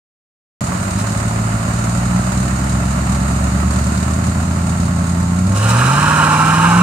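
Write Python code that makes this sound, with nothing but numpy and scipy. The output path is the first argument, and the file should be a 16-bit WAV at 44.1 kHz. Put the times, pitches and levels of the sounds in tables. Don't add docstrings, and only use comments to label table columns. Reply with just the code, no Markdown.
import sys
import numpy as np
from scipy import signal
from scipy.fft import rfft, irfft
from scipy.io import wavfile
from scipy.ndimage import uniform_filter1d, map_coordinates

SR = 44100
rng = np.random.default_rng(int(sys.argv[2]) if len(sys.argv) > 2 else 0)


def persist_wave(psi):
    counts = np.round(np.clip(psi, -1, 1) * 32767).astype(np.int16)
    wavfile.write(sys.argv[1], SR, np.atleast_2d(counts).T)


N = 300762
TIME = np.arange(N) / SR

# time_s, firing_hz
FIRING_RATE = [(0.62, 42.4), (0.76, 46.9), (1.0, 52.2), (1.26, 55.5), (1.67, 55.8), (2.69, 67.0),
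               (3.24, 67.3), (3.5, 70.6), (3.88, 73.8), (4.21, 82.5), (5.3, 87.1), (5.51, 97.5),
               (5.89, 131.4), (5.99, 147.5), (6.06, 152.1), (6.35, 153.4), (6.61, 164.7), (6.82, 179.9)]
# strength_db, travel_ms
CYLINDERS = [(6.5, 1.15), (2.8, 3.03), (5.5, 1.03), (7, 1.36), (-1.5, 2.3), (7, 1.8), (4.5, 2.22),
             (-0.5, 1.6)]
# frequency_hz, gain_db
PIPE_RESPONSE = [(10, -70), (35, -30), (50, -15.5), (70, -2), (85, -6), (98, -3.5), (112, -0.5),
                 (135, -5.5), (153, -18.5), (180, 1.5), (205, -8.5), (245, -14), (290, -19), (330, -26.5),
                 (440, -33.5), (900, -63.5)]
# frequency_hz, gain_db
RASP_RESPONSE = [(100, -44), (250, 0.5), (320, -10), (430, -10.5), (540, 10), (640, -2), (900, -17),
                 (2500, -51)]
# centre_hz, width_hz, gain_db
TREAD_MODES = [(571, 106, -14.5), (915, 131, -0.5), (1070, 115, 2), (1188, 60, 3), (1342, 154, 0.5),
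               (1560, 83, -3.5), (2454, 280, -15), (2784, 270, -14.5)]
# middle_s, half_length_s, gain_db
GRIP_SURGES = [(6.113, 0.054, 1.5), (6.225, 0.026, 3), (6.653, 0.027, 2.5)]
# frequency_hz, gain_db
SPRAY_SPECTRUM = [(40, -55), (300, 6.5), (600, 5), (1700, 4.5), (2100, -5.5), (2400, 7), (2950, 4.5),
                  (3400, -5), (3950, 4), (4550, -5.5), (5200, 0), (6200, -1), (7200, 0.5), (8500, 2),
                  (9600, -2.5), (11500, -14), (15000, -19)]
SQUEAL_PITCHES = [873, 1081, 1352]
# phase_turns, strength_db
VALVE_KNOCKS = [(0.119, -7), (0.184, 2), (0.316, -0.5), (0.408, -7.5), (0.495, 3.1), (0.558, -13),
                (0.618, -4), (0.683, 1), (0.802, -11.5), (0.844, -9), (0.916, -21), (0.994, -1)]
# frequency_hz, gain_db
BLOCK_RESPONSE = [(25, -42), (60, -0.5), (200, 5), (300, -4.5), (400, -7.5), (490, -16), (560, -1),
                  (680, -0.5), (810, -5), (1100, -2.5), (1350, -2.5), (1600, -10.5), (2000, -12),
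                  (3000, -17.5), (3300, -31), (6000, -36.5)]
# frequency_hz, gain_db
INJECTOR_RESPONSE = [(1500, -8.5), (3300, -14.5), (3800, -7.5), (4500, -7), (5400, -11), (6100, -8.5),
                     (6800, -1), (7350, -0.5), (7800, -9), (8300, 1), (9100, -11.5), (10500, -15.5),
                     (13000, -23.5), (15500, -55)]
# middle_s, half_length_s, level_db
HISSES = [(1.002, 0.023, -30.5), (4.83, .02, -38), (5.573, 0.021, -25.5), (5.7, 0.019, -22)]
# frequency_hz, gain_db
STEREO_BALANCE = [(60, -0.7), (200, -0.5), (380, -1.5), (700, -0.5), (950, 0), (1300, -7), (1800, -10),
                  (2600, -0.5), (4400, 0.4), (6000, -1.2), (8200, -4.5), (15000, -1.5)]

REFERENCE_HZ = 80
WHEEL_HZ, CAM_HZ = 13, 6.25
IDLE_CYLINDERS, IDLE_FADE_START_S = 6, 3.6


def v8_exhaust(firing_hz, level_db=-17, gas_db=-30, echo_db=-34, open_s=5.27, opening_s=0.44):
    throttle = np.clip((TIME - open_s) / opening_s, 0, 1)
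    firings = np.cumsum(firing_hz) / SR
    pulses = exhaust_pulses(firing_hz, firings, throttle)
    note = sharpen(unit(colour(pulses, PIPE_RESPONSE)), throttle)
    turbulence = fade(pulses, decay_s=0.0013) * rng.standard_normal(N)
    gas = undb(gas_db) * unit(colour(turbulence, PIPE_RESPONSE))
    tailpipe = (note + drone(note[0], firings, throttle) + gas) * undb(level_db)
    tailpipe += growl(pulses, firings, throttle)
    scattered = unit(colour(rng.standard_normal((2, N)), PIPE_RESPONSE))
    return arrive(tailpipe[0], lag_ms=0.11) + undb(level_db + echo_db) * scattered


def exhaust_pulses(firing_hz, firings, throttle, scatter_db=1.24, jitter_s=0.00008, db_per_octave=2):
    load_db = db_per_octave * np.log2(firing_hz / REFERENCE_HZ)
    load_db += 3 * bump(middle_s=5.5, half_s=0.091)
    load_db -= 7.5 * throttle
    strength_db, travel_ms = np.transpose(CYLINDERS)
    firing = np.arange(int(firings[-1]))
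    cylinder = firing % len(CYLINDERS)
    early_late, weak_strong = rng.standard_normal((N // 100, 2))[firing].T
    times = np.interp(firing, firings, TIME) + travel_ms[cylinder] / 1000 + jitter_s * early_late
    sizes = undb(strength_db[cylinder] + scatter_db * weak_strong)
    return clicks(times, sizes) * undb(load_db)


def sharpen(note, throttle, bass_hz=90, bass_db=-5, treble_hz=235, treble_db=5):
    bass = signal.sosfiltfilt(butterworth(4, bass_hz, "low"), note)
    treble = signal.sosfiltfilt(butterworth(4, treble_hz, "high"), note)
    return note + (undb(bass_db * throttle) - 1) * bass + (undb(treble_db * throttle) - 1) * treble


def drone(note, firings, throttle, target_db=11, pull=0.61):
    tone = partial(note, firings)
    gain = (undb(target_db) / np.abs(tone)) ** (pull * throttle)
    return (gain - 1) * tone.real


def growl(pulses, firings, throttle, octave_db=-38, octave_bark_db=-27, rasp_db=-41, rasp_bark_db=-28):
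    bark = bump(middle_s=5.7, half_s=0.17)
    octave_gain = undb(octave_db) * throttle + undb(octave_bark_db) * bark
    rasp_gain = undb(rasp_db) * throttle + undb(rasp_bark_db) * bark
    octave = unit(np.sin(2 * np.pi * 2 * firings))
    rasp = unit(colour(pulses, RASP_RESPONSE))
    return octave * octave_gain + rasp * rasp_gain


def tyre_scrub(level_db=-14, roughness_db=0.5, drift=0.018):
    friction = wheel_flutter(roughness_db, rate_hz=260) * noise_pair(direct=1, lag_ms=0.09)
    ringing = sum(undb(db) * resonate(friction, hz, width_hz) for hz, width_hz, db in TREAD_MODES)
    position = np.cumsum(1 + drift * walk(9))
    scrub = np.array([map_coordinates(side, [position], mode="mirror") for side in ringing])
    surge_db = sum(db * bump(middle_s, half_s) for middle_s, half_s, db in GRIP_SURGES)
    return unit(scrub) * rise(start_s=5.49, rise_s=0.33) * undb(level_db + surge_db)


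def water_spray(start_s=5.54, level_db=-22, drying_db_per_s=-2, bounce=0.11, bounce_ms=0.88):
    drops = wheel_flutter(roughness_db=1.5, rate_hz=1500) * noise_pair(direct=0.34, lag_ms=0.05)
    reflection = bounce * np.roll(drops, int(bounce_ms * SR / 1000), axis=1)
    spray = unit(colour(drops - reflection, SPRAY_SPECTRUM))
    return spray * rise(start_s, rise_s=0.08) * undb(level_db + drying_db_per_s * (TIME - start_s))


def wheel_flutter(roughness_db, rate_hz, turn_db=1):
    return undb(roughness_db * walk(rate_hz) + turn_db * np.sin(2 * np.pi * WHEEL_HZ * TIME))


def tread_squeal(firing_hz, reference_db=-39.5, db_per_octave=14.5, waver=0.012, flicker_db=4):
    tones = 0
    for hz in SQUEAL_PITCHES:
        pitch_hz = hz * (1 + waver * (walk(22) + walk(150)))
        flicker = undb(flicker_db * np.tanh(walk(16)))
        tones += flicker * np.sin(2 * np.pi * np.cumsum(pitch_hz) / SR)
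    return unit(tones) * undb(reference_db + db_per_octave * np.log2(firing_hz / REFERENCE_HZ))


def valve_clatter(level_db=-23.5, decay_s=0.013, whirr=1.19):
    turns = cam_turns()
    phase, strength_db = np.transpose(VALVE_KNOCKS)
    sizes = np.tile(undb(strength_db), (len(turns), 1))
    knocks = unit(fade(clicks((turns + phase) / CAM_HZ, sizes), decay_s))
    excitation = np.hypot(knocks, whirr) * noise_pair(direct=0.23, lag_ms=0.31)
    return unit(colour(excitation, BLOCK_RESPONSE)) * idle_gain(level_db, db_per_s=-2)


def injector_ticks(level_db=-30, decay_s=0.017, scatter_db=7, hiss=1.4, delay_s=0.00059):
    phase = np.arange(IDLE_CYLINDERS) / IDLE_CYLINDERS
    times = (cam_turns() + phase) / CAM_HZ + delay_s
    sizes = undb(scatter_db * rng.uniform(-1.2, 1, times.shape))
    ticks = unit(fade(clicks(times, sizes), decay_s))
    excitation = np.hypot(ticks, hiss) * noise_pair(direct=0.061, lag_ms=0.43)
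    return unit(colour(excitation, INJECTOR_RESPONSE)) * idle_gain(level_db, db_per_s=-1.5)


def idle_hum(second_db=-33.5, third_db=-36):
    phase = 2 * np.pi * CAM_HZ * IDLE_CYLINDERS * TIME
    return undb(second_db) * unit(np.sin(2 * phase)) + undb(third_db) * unit(np.sin(3 * phase))


def hisses():
    swell = sum(undb(db) * bump(middle_s, half_s) for middle_s, half_s, db in HISSES)
    bright = signal.sosfilt(butterworth(2, 3500, "high"), noise_pair(direct=0.33, lag_ms=0.05))
    return swell * unit(colour(bright, SPRAY_SPECTRUM))


def cam_turns():
    return np.arange(int(N / SR * CAM_HZ) + 1)[:, None]


def idle_gain(level_db, db_per_s):
    return undb(level_db + db_per_s * np.maximum(TIME - IDLE_FADE_START_S, 0))


def noise_pair(direct, lag_ms, crossover_hz=480):
    arrivals = arrive(rng.standard_normal(N), lag_ms)
    bass = signal.sosfilt(butterworth(2, crossover_hz, "low"), rng.standard_normal(N))
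    treble = signal.sosfilt(butterworth(2, crossover_hz, "high"), rng.standard_normal((2, N)))
    return np.sqrt(direct) * arrivals + np.sqrt(1 - direct) * (bass + treble)


def arrive(x, lag_ms):
    return np.array([np.roll(x, round(lag_ms * SR / 1000)), x])


def colour(x, points, size=8192):
    hz, db = np.transpose(points)
    bins = np.maximum(np.fft.rfftfreq(size, 1 / SR), 1)
    gain = undb(np.interp(np.log(bins), np.log(hz), db))
    cepstrum = irfft(np.log(gain))
    cepstrum[1:size // 2] *= 2
    cepstrum[size // 2 + 1:] = 0
    response = irfft(np.exp(rfft(cepstrum)))
    return signal.fftconvolve(np.atleast_2d(x), response[None], axes=-1)[:, :N]


def resonate(x, hz, width_hz):
    b, a = signal.iirpeak(hz, hz / width_hz, fs=SR)
    return signal.lfilter(b, a, signal.lfilter(b, a, x))


def butterworth(order, hz, kind):
    return signal.butter(order, hz, kind, fs=SR, output="sos")


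def partial(x, turns, size=4000):
    carrier = np.exp(2j * np.pi * turns)
    window = np.hanning(2 * size + 1)
    return 2 * carrier * signal.fftconvolve(x / carrier, window / window.sum(), "same")


def clicks(times, sizes):
    position = np.clip(np.ravel(times) * SR, 0, N)
    whole, part = position.astype(int), position % 1
    before = np.bincount(whole, np.ravel(sizes) * (1 - part), N + 2)
    after = np.bincount(whole + 1, np.ravel(sizes) * part, N + 2)
    return (before + after)[:N]


def fade(x, decay_s):
    return signal.lfilter([1], [1, -np.exp(-1 / (decay_s * SR))], x)


def walk(rate_hz):
    hold = int(SR / rate_hz)
    steps = np.repeat(rng.standard_normal(N // hold + 1), hold)
    return unit(uniform_filter1d(uniform_filter1d(steps, hold), hold)[:N])


def rise(start_s, rise_s):
    return 1 - np.exp(-np.maximum(TIME - start_s, 0) / rise_s)


def bump(middle_s, half_s):
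    return np.exp(-((TIME - middle_s) / half_s) ** 2)


def undb(db):
    return 10 ** (np.asarray(db) / 20)


def unit(x):
    return x / np.sqrt(np.mean(x ** 2))


def scene():
    firing_hz = np.interp(TIME, *np.transpose(FIRING_RATE))
    v8 = v8_exhaust(firing_hz)
    six = valve_clatter() + injector_ticks() + idle_hum()
    tyre = tyre_scrub() + water_spray() + tread_squeal(firing_hz)
    return v8 + tyre + six + hisses()


def record(dry, start_s=0.608, ceiling=0.95, top_hz=15600):
    hz, db = np.transpose(STEREO_BALANCE)
    left = colour(dry[0], np.c_[hz, db / 2])
    right = colour(dry[1], np.c_[hz, -db / 2])
    sound = np.vstack([left, right]) * (TIME >= start_s)
    rounded = sound / (1 + (sound / ceiling) ** 8) ** (1 / 8)
    return signal.sosfilt(signal.ellip(8, 0.2, 70, top_hz, fs=SR, output="sos"), rounded)


dry = scene()
out = record(dry)
persist_wave(out)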